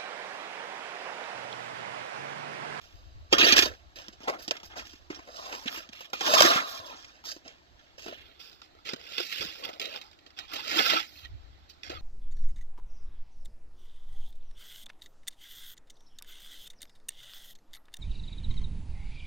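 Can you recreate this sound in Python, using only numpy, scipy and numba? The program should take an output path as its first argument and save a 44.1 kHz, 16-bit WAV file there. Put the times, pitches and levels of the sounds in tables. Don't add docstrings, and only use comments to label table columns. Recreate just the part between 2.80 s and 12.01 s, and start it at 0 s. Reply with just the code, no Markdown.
import sys
import numpy as np
from scipy import signal
from scipy.fft import rfft, irfft, next_fast_len
from scipy.io import wavfile
from numba import njit

SR = 44100
rng = np.random.default_rng(int(sys.argv[2]) if len(sys.argv) > 2 else 0)


def materialize(psi):
    bounded = np.clip(np.atleast_2d(psi).T, -1, 1)
    quanta = np.round(bounded * 32767).astype(np.int16)
    wavfile.write(sys.argv[1], SR, quanta)


N = 406161
PAD = next_fast_len(N + SR // 2)
HZ = np.maximum(np.arange(PAD // 2 + 1) * SR / PAD, 1)
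TURN_S = 5.42


def from_db(db):
    return 10 ** (np.asarray(db) / 20)


def rms_one(x):
    return x / np.sqrt(np.mean(x ** 2) + 1e-20)


def in_time(rows):
    s, *columns = np.transpose(rows)
    return [np.interp(np.arange(N) / SR, s, column) for column in columns]


def at_hz(points, column=1):
    points = np.array(points)
    return np.interp(np.log(HZ), np.log(points[:, 0]), points[:, column])


def colour(x, spectrum):
    magnitude = rms_one(from_db(at_hz(spectrum)))
    cepstrum = irfft(np.log(magnitude), PAD)
    cepstrum[1:PAD // 2] *= 2
    cepstrum[PAD // 2 + 1:] = 0
    response = np.exp(rfft(cepstrum))
    return irfft(rfft(x, PAD) * response, PAD)[..., :N]


def drift(rate):
    r = np.exp(-40 * np.pi * rate / SR)
    noise = rng.standard_normal(N // 20 + 2002)
    slow = rms_one(signal.lfilter([1], [1, -2 * r, r * r], noise)[2000:])
    return np.interp(np.arange(N) / 20, np.arange(len(slow)), slow)


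def grains(per_s, spread_db):
    sizes = from_db(spread_db * np.minimum(rng.exponential(1, N), 5))
    signs = rng.choice([-1, 1], N)
    return rms_one(sizes * signs * (rng.random(N) < per_s / SR))


@njit
def sliding(x, hz, q, sr):
    out, low, band = np.zeros(len(x)), 0., 0.
    for i in range(len(x)):
        g = np.tan(np.pi * hz[i] / sr)
        step = (x[i] - band * (1 / q + g) - low) * g / (1 + g / q + g * g)
        out[i] = (band + step) / q
        low += 2 * g * (band + step)
        band += 2 * step
    return out


def resonance(x, hz, width):
    r = np.exp(-np.pi * width / SR)
    poles = [1, -2 * r * np.cos(2 * np.pi * hz / SR), r * r]
    return signal.lfilter([1 - r, 0, r - 1], poles, x + 1e-18)


def yard_hush():
    # (frequency [Hz], relative density [dB per Hz])
    hush_colour = [(71, -15), (120, -1), (222, -7), (327, -1), (445, -9), (684, -3), (968, -9.5),
                   (4230, -11), (7200, -21), (7980, -23), (8660, -79), (12800, -24), (16000, -65)]
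    return colour(rng.standard_normal((3, N)), hush_colour)


def wind():
    # (time [s], relative level [dB])
    wind_course = [(0.0, -62.5), (0.41, -49), (0.49, -61), (0.54, -51), (0.59, -56.5), (0.87, -51),
                   (0.92, -61.5), (1.79, -70.5), (1.87, -61.5), (3.51, -73), (3.67, -66), (3.72, -77),
                   (5.49, -64.5), (5.57, -73), (6.18, -70), (6.54, -86), (6.62, -62), (6.69, -71),
                   (7.57, -72), (7.75, -61), (7.77, -68.5), (8.31, -74.5), (8.54, -45.5), (8.57, -50),
                   (8.95, -67.5), (9.21, -50)]
    # (frequency [Hz], relative density [dB per Hz])
    wind_colour = [(12, -9), (20, -11), (75, 2), (161, -27), (195, -50.5), (226, -64.5), (308, -25.5),
                   (348, -65.5), (500, -58.5), (650, -68), (1100, -120)]
    level_db, = in_time(wind_course)
    separate = rng.standard_normal((2, N))
    shared = .5 * rng.standard_normal(N)
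    lumps = from_db(2.3 * np.array([drift(24), drift(12)]))
    gust_db = 1.5 * drift(7)
    lean_db = 4 * drift(2.4) * [[.5], [-.5]]
    rumble = rms_one(colour(separate + shared, wind_colour) * lumps)
    return rumble * from_db(level_db + 3.5 + gust_db + lean_db)


def thumps():
    # (time [s], level [dB], frequency [Hz], t60 [s])
    thump_list = [(.526, -13.5, 297.4, 0.051), (1.281, -46.5, 205, 0.068), (2.302, -38, 261, 0.067),
                  (2.857, -33, 247, 0.038), (3.647, -34, 243, .06), (3.758, -25.5, 198, 0.03),
                  (3.995, -48, 99, 0.15), (5.259, -45, 297, 0.065), (6.134, -38.5, 147, 0.056),
                  (6.6, -38, 98, 0.12), (6.652, -40, 174, 0.051), (7.994, -30.5, 304.6, .05),
                  (9.099, -45.5, 276, 0.069)]
    rise_s = 0.0014
    out, t = np.zeros(N + SR), np.arange(SR // 4) / SR
    for s, db, hz, t60 in thump_list:
        envelope = np.minimum(t / rise_s, 1) * from_db(db - 60 * t / t60)
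        start = round(s * SR)
        out[start:start + len(t)] += envelope * np.sin(2 * np.pi * hz * t)
    return out[:N]


def drag():
    # (time [s], band centre [Hz], relative level [dB])
    drag_course = [(2.45, 1147, -84), (2.55, 1165, -65), (2.65, 1110, -61.5), (2.75, 1032, -66.5),
                   (2.84, 998, -78), (2.88, 1372, -62.5), (2.95, 1230, -69), (3.03, 1225, -82),
                   (3.08, 1242, -78), (3.36, 1090, -78), (3.43, 1090, -50.5), (3.55, 1087, -37.5),
                   (3.7, 1166, -36.5), (3.8, 1193, -53), (3.9, 1147, -56.5), (3.98, 1119, -58.5),
                   (4.06, 1007, -61), (4.15, 918, -66), (4.24, 1045, -81), (4.36, 1007, -97)]
    # (multiple of the centre [1], relative level [dB], sharpness Q [1])
    drag_bands = [(.58, 6, 8), (1, 8, 9), (3.3, 4, 11)]
    hz, level_db = in_time(drag_course)
    grit = grains(9000, spread_db=1.5)
    song = np.zeros(N)
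    for multiple, db, q in drag_bands:
        song += from_db(db) * rms_one(sliding(grit, multiple * hz, 1. * q, SR))
    return from_db(level_db) * song


def rubbing():
    # (time [s], relative grit level [dB],
    # fine grit [dB above grit], slush [dB above grit], spray [dB above grit])
    stroke_curves = [
        [(0.5, -90, 12, 14, -15), (0.53, -20.5, -6.5, -9.5, -20), (0.572, -42, -8, 12, -22),
         (0.596, -21.5, -12, -5.5, -23.5), (0.732, -21.5, -8, -4, -18), (0.752, -34.5, -9, 9, -21),
         (0.764, -24.5, -1, -3, -15), (0.792, -25, -7, -1, -14.5), (0.944, -60.5, 0.5, 8.5, -17),
         (1.02, -71.5, -10, -21, -19.5)],
        [(2.4, -66, -6, 5, -21), (2.58, -57, 9, 2, -12), (2.712, -52, -2, 5.5, -14),
         (2.73, -39.5, -3.5, 1.5, -22), (2.806, -60, 7, 3, -7), (2.85, -54, 2, 2, -9),
         (2.882, -32, -22, -18, -43), (2.902, -55.5, 4, 10, -4), (2.956, -39, -2, -1, -9.5),
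         (3.08, -64.5, -2, 2.5, -23)],
        [(3.3, -56, 3, 2, -15), (3.32, -95, -4, 0, 1), (3.334, -46, -10.5, 0.5, -16),
         (3.378, -51.5, 1.5, -11, -17), (3.484, -33.5, 0, 4.5, -13), (3.584, -29, 4.5, -6, -10),
         (3.604, -21, -2, -14, -15), (3.628, -28, 5, 6.5, -6.5), (3.748, -27.5, -4.5, 1.5, -19),
         (3.84, -48.5, -2, 7, -18)],
        [(3.84, -47, -3, -9, -18), (3.918, -52, 8, -6, 2), (3.934, -54.5, 6, 2, -7), (3.956, -48, 7.5, -8, -5),
         (4.038, -62, -5, 2, -14), (4.064, -51, 3.5, -12, -9), (4.144, -57, -9, 1, -24),
         (4.162, -58.5, 5.5, 2, -16.5), (4.35, -63, -2, 2, -22), (4.42, -67, -6, 8, -40.5)],
        [(6.16, -52, 2, 2, -20), (6.172, -61, -2.5, -2.5, -20), (6.334, -44, -2, -19, -19),
         (6.394, -37.5, -4.5, -9, -19.5), (6.484, -49, 7, -15.5, -10), (6.52, -37.5, -4.5, -36, -16.5),
         (6.614, -36.5, -0.5, -8, -18.5), (6.746, -48.5, -3.5, -15, -19), (6.816, -55, 2.5, -1, -9),
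         (6.84, -44, -4, -6, -25)],
        [(7.68, -58, -3, -4.5, -25), (7.742, -45.5, -1.5, -10, -20), (7.804, -39, -4.5, -6, -21),
         (7.824, -49.5, -1, -4.5, -17), (7.876, -37, 1, -4.5, -19), (7.932, -33, -1, 0, -18),
         (7.98, -31.5, 0, -3.5, -16), (7.996, -21, -10, -5.5, -20), (8.004, -30, 4, 9, -17),
         (8.02, -35, 5, -3, -15)],
        [(8.02, -27.5, 0, -6, -20), (8.036, -30, -1, -4, -15), (8.14, -27.5, -4, -2.5, -22),
         (8.24, -46, -1.5, -4.5, -19), (8.286, -60, 4.5, -6.5, -7), (8.422, -59, 2, -13, -8.5),
         (8.454, -45, -18, -19, -30), (8.5, -85.5, 8, -7, 1)],
    ]
    # (start [s], hold [s], fade t60 [s], relative grit level [dB],
    # fine grit [dB above grit], slush [dB above grit], spray [dB above grit])
    scuff_list = [(0, 0.062, 1.05, -62.5, -0.5, -6, -14), (1.153, 0.042, 0.5, -50, -2.5, -1, -21),
                  (1.258, 0.017, 0.17, -66.5, -7, 1, -23), (1.402, 0.048, 0.18, -59.5, -3, 1, -19),
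                  (1.468, 0.013, 0.29, -45.5, -5, 12, -21), (1.578, .07, .15, -61, 8, 0, -6),
                  (1.698, 0.056, 0.22, -53.5, -7, 6.5, -18), (1.828, .03, 0.16, -58.5, 7, 2.5, -4.5),
                  (1.888, 0.053, .2, -61, -6, 8.5, -30), (1.952, 0.045, 0.17, -48, 1.5, 6, -16),
                  (2.038, 0.073, 0.47, -58, 1, -9.5, -16), (2.298, 0.095, 0.12, -57.5, -3, 3.5, -23.5),
                  (3.115, .14, 0.1, -51, -6.5, -9.5, -18), (4.439, 0.08, 0.19, -55.5, 12.5, 3, -3.5),
                  (4.638, 0.067, 0.29, -56, -5, -1, -25.5), (4.978, 0.028, 0.94, -64, -8, -1.5, -25.5),
                  (5.173, 0.077, 0.22, -52.5, 2, -3, -15), (5.258, 0.083, 0.87, -50.5, -16, -4.5, -21),
                  (5.588, 0.095, 0.39, -60, 5.5, -10.5, -10.5), (5.818, 0.026, 0.11, -61.5, 3, -14, -22),
                  (6.043, 0.063, 0.19, -43, -2.5, -11, -24), (6.831, 0.035, 0.56, -49.5, -3, -1, -17),
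                  (6.998, 0.18, 0.14, -45.5, -6, -10.5, -22), (7.2, 0.043, 0.34, -65, 5.5, 1.5, -15.5),
                  (7.56, 0.029, 0.48, -47.5, -5, -10.5, -23), (8.884, 0.014, 0.13, -62.5, 13.5, -3.5, -5.5),
                  (9.028, 0.04, 0.21, -52.5, 3.5, 3, -20), (9.099, 0.027, 0.32, -48.5, -6.5, 1, -23)]
    rise_s = 0.014
    t, out = np.arange(N) / SR, np.zeros((4, N))

    def layers(grit_db, fine_db, slush_db, spray_db):
        return from_db([grit_db, grit_db + fine_db, grit_db + slush_db, grit_db + spray_db])

    for rows in stroke_curves:
        out += layers(*in_time(rows)) * (t >= rows[0][0]) * (t < rows[-1][0])
    for s, hold, fade, grit_db, *above_db in scuff_list:
        at = slice(round(max(s, 0) * SR), round((s + hold + fade) * SR))
        since = t[at] - s
        shape = np.clip(since / rise_s, 0, 1) ** 2
        fall_db = -60 * np.maximum(since - hold, 0) / fade
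        out[:, at] += shape * layers(grit_db + fall_db, *above_db)
    return out


def jolts(lumps, rise, thud_longer, knock_db, knock_q):
    # (time [s], relative level [dB], thud [relative dB above the crack],
    # thud frequency [Hz], fine top [dB above the crack], crack t60 [s])
    jolt_list = [(0.5254, -9, -3.5, 308, -32, 0.037), (0.5821, -10.5, -17, 254, -21, 0.032),
                 (0.596, -22, -11, 318, -35, 0.028), (0.6937, -20, -17, 550, -24, 0.017),
                 (0.7224, -4, -15, 260, -28, 0.032), (0.7647, -4.5, -9.5, 1330, -25, 0.021),
                 (0.7774, -6, -21, 546, -28, 0.031), (0.7888, -0.5, -29, 363, -35, 0.022),
                 (0.822, -9, -16.5, 387, -20, 0.062), (0.8548, -19.5, -9.5, 715, -18, 0.061),
                 (1.1568, -36.5, -25, 581, -16, 0.041), (1.282, -29, -12.5, 300, -20, 0.015),
                 (1.327, -41.5, -19.5, 323, -41, 0.083), (1.4032, -40.5, -3.5, 245, -37, 0.033),
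                 (1.432, -38, -8, 350, -37, 0.075), (1.48, -27, -11, 606, -46, 0.031),
                 (1.496, -26.5, -4.5, 596, -41, 0.02), (1.6217, -41.5, -12, 1150, -4, 0.091),
                 (1.6781, -18.5, -19.5, 310, -28, 0.058), (1.7087, -12.5, -13, 545, -26, 0.025),
                 (1.7504, -50, 6, 1280, -33, 0.032), (1.7663, -27.5, -22, 1230, -36, 0.023),
                 (1.799, -41, -15, 544, -29, 0.045), (1.831, -33, -11.5, 218, -25, 0.023),
                 (1.9797, -29.5, -21.5, 1390, -31, 0.08), (2.0681, -32.5, -22, 323, -17, 0.012),
                 (2.0925, -42, -22, 228, -21, 0.035), (2.1311, -41.5, -7, 256, -27, 0.042),
                 (2.2998, -34.5, 1.5, 294, -39, 0.074), (2.345, -36, -17, 1130, -34, 0.069),
                 (2.3885, -44.5, -2, 535, -31, 0.035), (2.4713, -48, 3, 544, -18, 0.11),
                 (2.5597, -33, -23, 1340, -31, 0.04), (2.5874, -44, 0.5, 662, -31, 0.044),
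                 (2.6544, -37, -16, 697, -23, 0.065), (2.723, -30, -21, 654, -29, 0.045),
                 (2.7474, -33, -18, 1140, -27, 0.02), (2.8576, -33.5, -4.5, 260, -35, 0.035),
                 (2.8769, -25, -33, 1370, -37, 0.012), (3.0893, -35.5, -13, 242, -40, 0.038),
                 (3.1288, -35.5, -12, 581, -42, 0.025), (3.2054, -34, -9, 660, -13, 0.035),
                 (3.3313, -22, -9, 560, -21, 0.049), (3.407, -16.5, -10.5, 665, -23, 0.05),
                 (3.4632, -17.5, -25, 1110, -21, 0.042), (3.476, -18, -11, 619, -23, 0.028),
                 (3.5363, -6.5, -10.5, 600, -21, 0.029), (3.6044, -1, -5, 614, -32, 0.012),
                 (3.6198, -3, -11.5, 1080, -28, 0.012), (3.648, -9.5, -8, 330, -26, 0.023),
                 (3.7616, -31, 2, 1160, -37, 0.018), (3.8896, -34, -22, 1300, -12, 0.028),
                 (4.2437, -35.5, -16, 1160, -35, 0.028), (4.4377, -37.5, -11.5, 686, -16.5, 0.026),
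                 (4.4523, -45.5, -8, 640, -27, 0.051), (4.5156, -33, -36, 530, -32, 0.041),
                 (4.562, -39, -8, 316, -40.5, 0.044), (4.677, -32.5, -28.5, 600, -46, 0.029),
                 (5.1794, -43, -7, 533, -30.5, 0.028), (5.2593, -36.5, 0.5, 387, -24, 0.035),
                 (5.279, -39, 1, 330, -19, 0.047), (5.3234, -54.5, 13.5, 506, -28, 0.028),
                 (5.5934, -39, -19, 649, -25, 0.11), (5.7029, -57, -21, 342, -32, 0.025),
                 (5.7274, -38.5, -28, 606, -29, 0.024), (5.8162, -33, -13.5, 614, -36, 0.02),
                 (5.9485, -50, -2, 393, -35.5, 0.012), (5.9667, -70, 12, 358, -25.5, 0.022),
                 (5.9846, -59, 6.5, 956, -36.5, 0.028), (6.0542, -39, -24, 444, -20.5, 0.024),
                 (6.0885, -19.5, -20.5, 410, -45, 0.051), (6.132, -20, -12, 260, -41, 0.032),
                 (6.3794, -16.5, -17, 462, -32, 0.033), (6.399, -22, -12, 353, -29, 0.038),
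                 (6.5221, -24, -37, 1380, -27, 0.047), (6.6065, -29.5, -11, 415, -29, 0.042),
                 (6.8365, -25.5, -37, 358, -32, 0.05), (6.8472, -23, -27, 277, -18.5, 0.039),
                 (6.888, -33, -14, 382, -33, 0.047), (6.9288, -34.5, -27, 326, -31, 0.06),
                 (6.996, -20, -26.5, 441, -25, 0.061), (7.014, -24, -36, 428, -22, 0.11),
                 (7.0541, -26, -36, 756, -21, 0.015), (7.158, -25, -19, 450, -34, 0.013),
                 (7.2127, -29.5, -28, 377, -26, 0.025), (7.312, -41.5, -21.5, 544, -23, 0.038),
                 (7.329, -43, -25, 296, -36, 0.027), (7.3876, -43.5, -33, 417, -41, 0.028),
                 (7.4618, -36.5, -19, 506, -35, 0.076), (7.5028, -42, -19, 783, -30.5, 0.042),
                 (7.587, -23.5, -25, 1120, -47, 0.035), (7.7157, -35, -4.5, 1390, -13, 0.07),
                 (7.7318, -25.5, -15.5, 740, -15, 0.072), (7.7573, -22, -28, 514, -37, 0.038),
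                 (7.9904, -18, -10, 684, -24, 0.023), (8.098, -11, -22, 1060, -25, 0.025),
                 (8.1321, -17, -2.5, 730, -40, 0.013), (8.4495, -34, -25, 323, -38, 0.024),
                 (8.8937, -44.5, -29, 1335, -21, 0.031), (9.0317, -31.5, -25, 390, -43.5, 0.045),
                 (9.0949, -28, -10, 388, -39, 0.079)]
    out, t = np.zeros((5, N + SR)), np.arange(SR // 5) / SR
    lumps = np.pad(lumps, (0, SR))
    ticks_db = 11.5 + 3 * rng.standard_normal(len(jolt_list))
    for (s, db, thud_db, thud_hz, top_db, t60), tick_db in zip(jolt_list, ticks_db):
        start = round(s * SR)
        at = slice(start, start + len(t))
        swell = np.sin(np.pi / 2 * np.minimum(t / rise, 1)) ** 2 * from_db(db - 6.5)
        fall_db = -60 * np.maximum(t - rise, 0) / max(t60, .004)
        thud = swell * from_db(thud_db - 2.0 + fall_db / thud_longer)
        knock = resonance(thud * lumps[at], thud_hz, thud_hz / knock_q)
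        out[0, at] += swell * from_db(fall_db)
        out[1, at] += thud
        out[2, at] += swell * from_db(top_db + fall_db)
        out[3, at] += from_db(knock_db) * knock / np.sqrt(thud_hz / SR)
        out[4, start + round(rise * SR / 2)] = from_db(db + tick_db)
    return out[:, :N]


def blade(low_drive, high_drive, grip_db):
    # (frequency [Hz], width [Hz], relative level [dB])
    blade_modes = [(323, 50, 0), (577, 60, 0), (698, 60, -3), (1094, 40, 0), (1208, 45, -2), (1370, 70, -5),
                   (1900, 90, -7), (2390, 50, 0), (2610, 70, -5), (2950, 60, -4), (3214, 70, -4),
                   (3446, 60, -3), (3730, 60, -1), (4268, 40, 2), (4532, 70, -4), (4890, 80, -5),
                   (5400, 100, -6), (6400, 120, -8)]
    out = np.zeros(N)
    for k, (hz, width, db) in enumerate(blade_modes):
        drive = low_drive if hz < 1600 else high_drive
        driven = drive * from_db(db + grip_db * drift(18))
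        out += (-1) ** k * resonance(driven, hz, width)
    return out


def shovel():
    # (time [s], relative blade ring [dB],
    # high modes [relative dB], hollow frequency [Hz], relative hollow level [dB])
    load_course = [(0, -16, -8, 650, 11), (.55, 1.5, 3, 500, 8), (.7, -5.5, 10.5, 500, -2),
                   (.9, -1.5, 2, 587, 6.5), (1.5, -9.5, -3.5, 610, 3), (2.3, -0.5, 2, 700, 10),
                   (2.7, -4.5, -2.5, 635, 13.5), (3.0, -6, -5, 1100, -1.5), (3.35, 2.5, 2, 634, 19),
                   (3.6, -2.5, -2, 990, 7), (3.8, -12, -0.5, 1120, 12), (4.1, -1.5, 6.5, 820, 15),
                   (4.5, -3.5, -2.5, 706, 3.5), (5.3, -8, 0, 398, 14), (6.1, -0.5, -1, 500, 14.5),
                   (6.6, 5.5, -6, 480, 15.5), (7.1, 2.5, 2, 610, 13.5), (7.8, 2, 1, 750, 16),
                   (8.2, -1.5, 0.5, 724, 12), (9.2, 7, 2, 486, 7)]
    # (frequency [Hz], relative density [dB per Hz])
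    grit_colour = [(800, -25.5), (1400, -9), (2000, -2.5), (2800, 7), (3500, 3), (4500, -3.5),
                   (6500, -26.5)]
    # (frequency [Hz], relative density [dB per Hz])
    fine_colour = [(2200, -23.5), (3200, -4), (3900, -4.5), (5000, 2), (6000, -5), (7200, -5.5),
                   (8200, -12), (9200, -34)]
    # (frequency [Hz], relative density [dB per Hz])
    slush_colour = [(70, -23.5), (140, -17.5), (250, 0), (400, -0.5), (650, 13.5), (1000, -13), (1500, 9),
                    (2200, 5), (3500, -88.5)]
    # (frequency [Hz], relative density [dB per Hz])
    spray_colour = [(7500, -58), (9000, -5), (10500, -5), (12500, 4), (14500, 1), (16000, -6.5)]
    grit_gain, fine_gain, slush_gain, spray_gain = rubbing()
    ring_db, high_db, hollow_hz, hollow_db = in_time(load_course)

    sand = grains(9000, spread_db=3.5)
    lumps = grains(3000, spread_db=2.5)
    judder = from_db(1.5 * drift(45))
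    crack, thud, top, knocks, ticks = jolts(lumps, rise=.0025, thud_longer=1.3, knock_db=3, knock_q=2.5)
    cracks = from_db(-12.5) * (sand * crack + ticks)
    rubbed_sand = from_db(-4.0) * sand * judder
    grit = rubbed_sand * grit_gain + cracks
    fine = rubbed_sand * fine_gain + cracks
    rubbed_slush = from_db(-1.0) * lumps * slush_gain * judder
    slush = rubbed_slush + lumps * thud
    spray = sand * (from_db(3.0) * spray_gain * judder + top)

    ring_db = ring_db + 5 * drift(7.1)
    ring_db -= 6 * (np.arange(N) > TURN_S * SR)
    modes = blade(from_db(5.5) * slush, from_db(high_db) * (grit + fine), grip_db=7.0)
    ringing = from_db(ring_db) * modes

    hollow_hz = hollow_hz * 2 ** (.15 * drift(3.6))
    hollow_gain = from_db(hollow_db + 6 * drift(3.4))
    hollow = hollow_gain * sliding(rubbed_slush, hollow_hz, 3.6, SR)

    hiss = from_db(2.0) * colour(grit, grit_colour) + from_db(2.5) * colour(fine, fine_colour)
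    hiss += colour(spray, spray_colour)
    wash = from_db(-5.5) * colour(slush, slush_colour)
    return hiss + wash + ringing + hollow + knocks


def scatter(x, smear_t60, turns):
    # (frequency [Hz], level [dB])
    scatter_share = [(100, -15), (500, -11), (1400, 2), (3000, -6), (6000, -2), (9000, 2), (16000, 2)]
    t = np.arange(SR // 8) / SR
    smear = rng.standard_normal((3, 2, len(t))) * from_db(-60 * t / smear_t60)
    smear /= np.sqrt(np.sum(smear ** 2, axis=2, keepdims=True))
    a, b = turns * np.array([drift(5), drift(5)])
    shares = [np.cos(a) * np.cos(b), np.cos(a) * np.sin(b), np.sin(a)]
    echoes = sum(rfft(x * share, PAD) * rfft(pattern, PAD) for share, pattern in zip(shares, smear))
    return echoes * from_db(at_hz(scatter_share))


def ports(x, table):
    # (frequency [Hz], level [dB])
    port_colour = [(60, -5.5), (150, -0.5), (300, 3), (6000, 0), (7500, -6), (8800, -18), (10000, -15),
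                   (12000, -5)]
    lag = np.interp(HZ, *np.array(table)[:, [0, 2]].T)
    shade = from_db(at_hz(table) * [[.5], [-.5]] + at_hz(port_colour))
    heard = rfft(x, PAD) + scatter(x, smear_t60=.025, turns=3)
    return irfft(shade * heard * np.exp(-1j * lag * [[0], [1]]), PAD)[:, :N]


def scene():
    # (frequency [Hz], left above right [dB], right lags [rad])
    ports_near = [(100, 1, .2), (340, -4, .9), (520, 3, 1.5), (780, -1, 1.9), (1030, 7, 2.6),
                  (1550, -1, 2.5), (2070, -6, 3.3), (2750, -5, 4), (3450, -11, 4.2), (4300, -9, 7.4),
                  (5300, -10, 9.4), (5800, -6, 10.2), (6400, 3, 11), (7750, 6, 12.8), (9050, 14, 15),
                  (10300, 13, 17), (12000, 3, 19), (16000, 1, 25)]
    # (frequency [Hz], left above right [dB], right lags [rad])
    ports_far = [(100, 1, .5), (340, 2, 1.3), (520, 1, 2), (780, 2, 2.4), (1030, -2, 2.8), (1550, -6, 3.8),
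                 (2070, -10, 5.7), (2750, -5, 8), (3450, -12, 9.7), (4300, -9, 14.1), (5300, -11, 17.8),
                 (5800, -6, 19.3), (6400, 10, 21), (7750, 9, 24), (9050, 14, 28), (10300, 10, 33),
                 (12000, 4, 40), (16000, 7, 52)]
    # (frequency [Hz], relative level [dB])
    far_colour = [(100, -3), (180, 0.5), (400, 2), (800, 0.5), (1300, 1.5), (2000, -1.5), (3200, 0),
                  (4500, 2.5), (6000, -7), (13000, 1.5)]
    near = np.arange(N) < TURN_S * SR
    hush = yard_hush()
    source = from_db(-67.5) * hush[0] + thumps() + drag() + shovel()
    near_sound = ports(source * near, ports_near)
    far_sound = ports(colour(source * ~near, far_colour), ports_far)
    return from_db(-66.5) * hush[1:] + wind() + near_sound + far_sound


def record(dry):
    rounded = np.tanh(dry / 1.1) * 1.1
    low_pass = signal.cheby2(16, 80, 15800 * 1.03, fs=SR, output="sos")
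    return signal.sosfilt(low_pass, rounded)


dry = scene()
out = record(dry)
materialize(out)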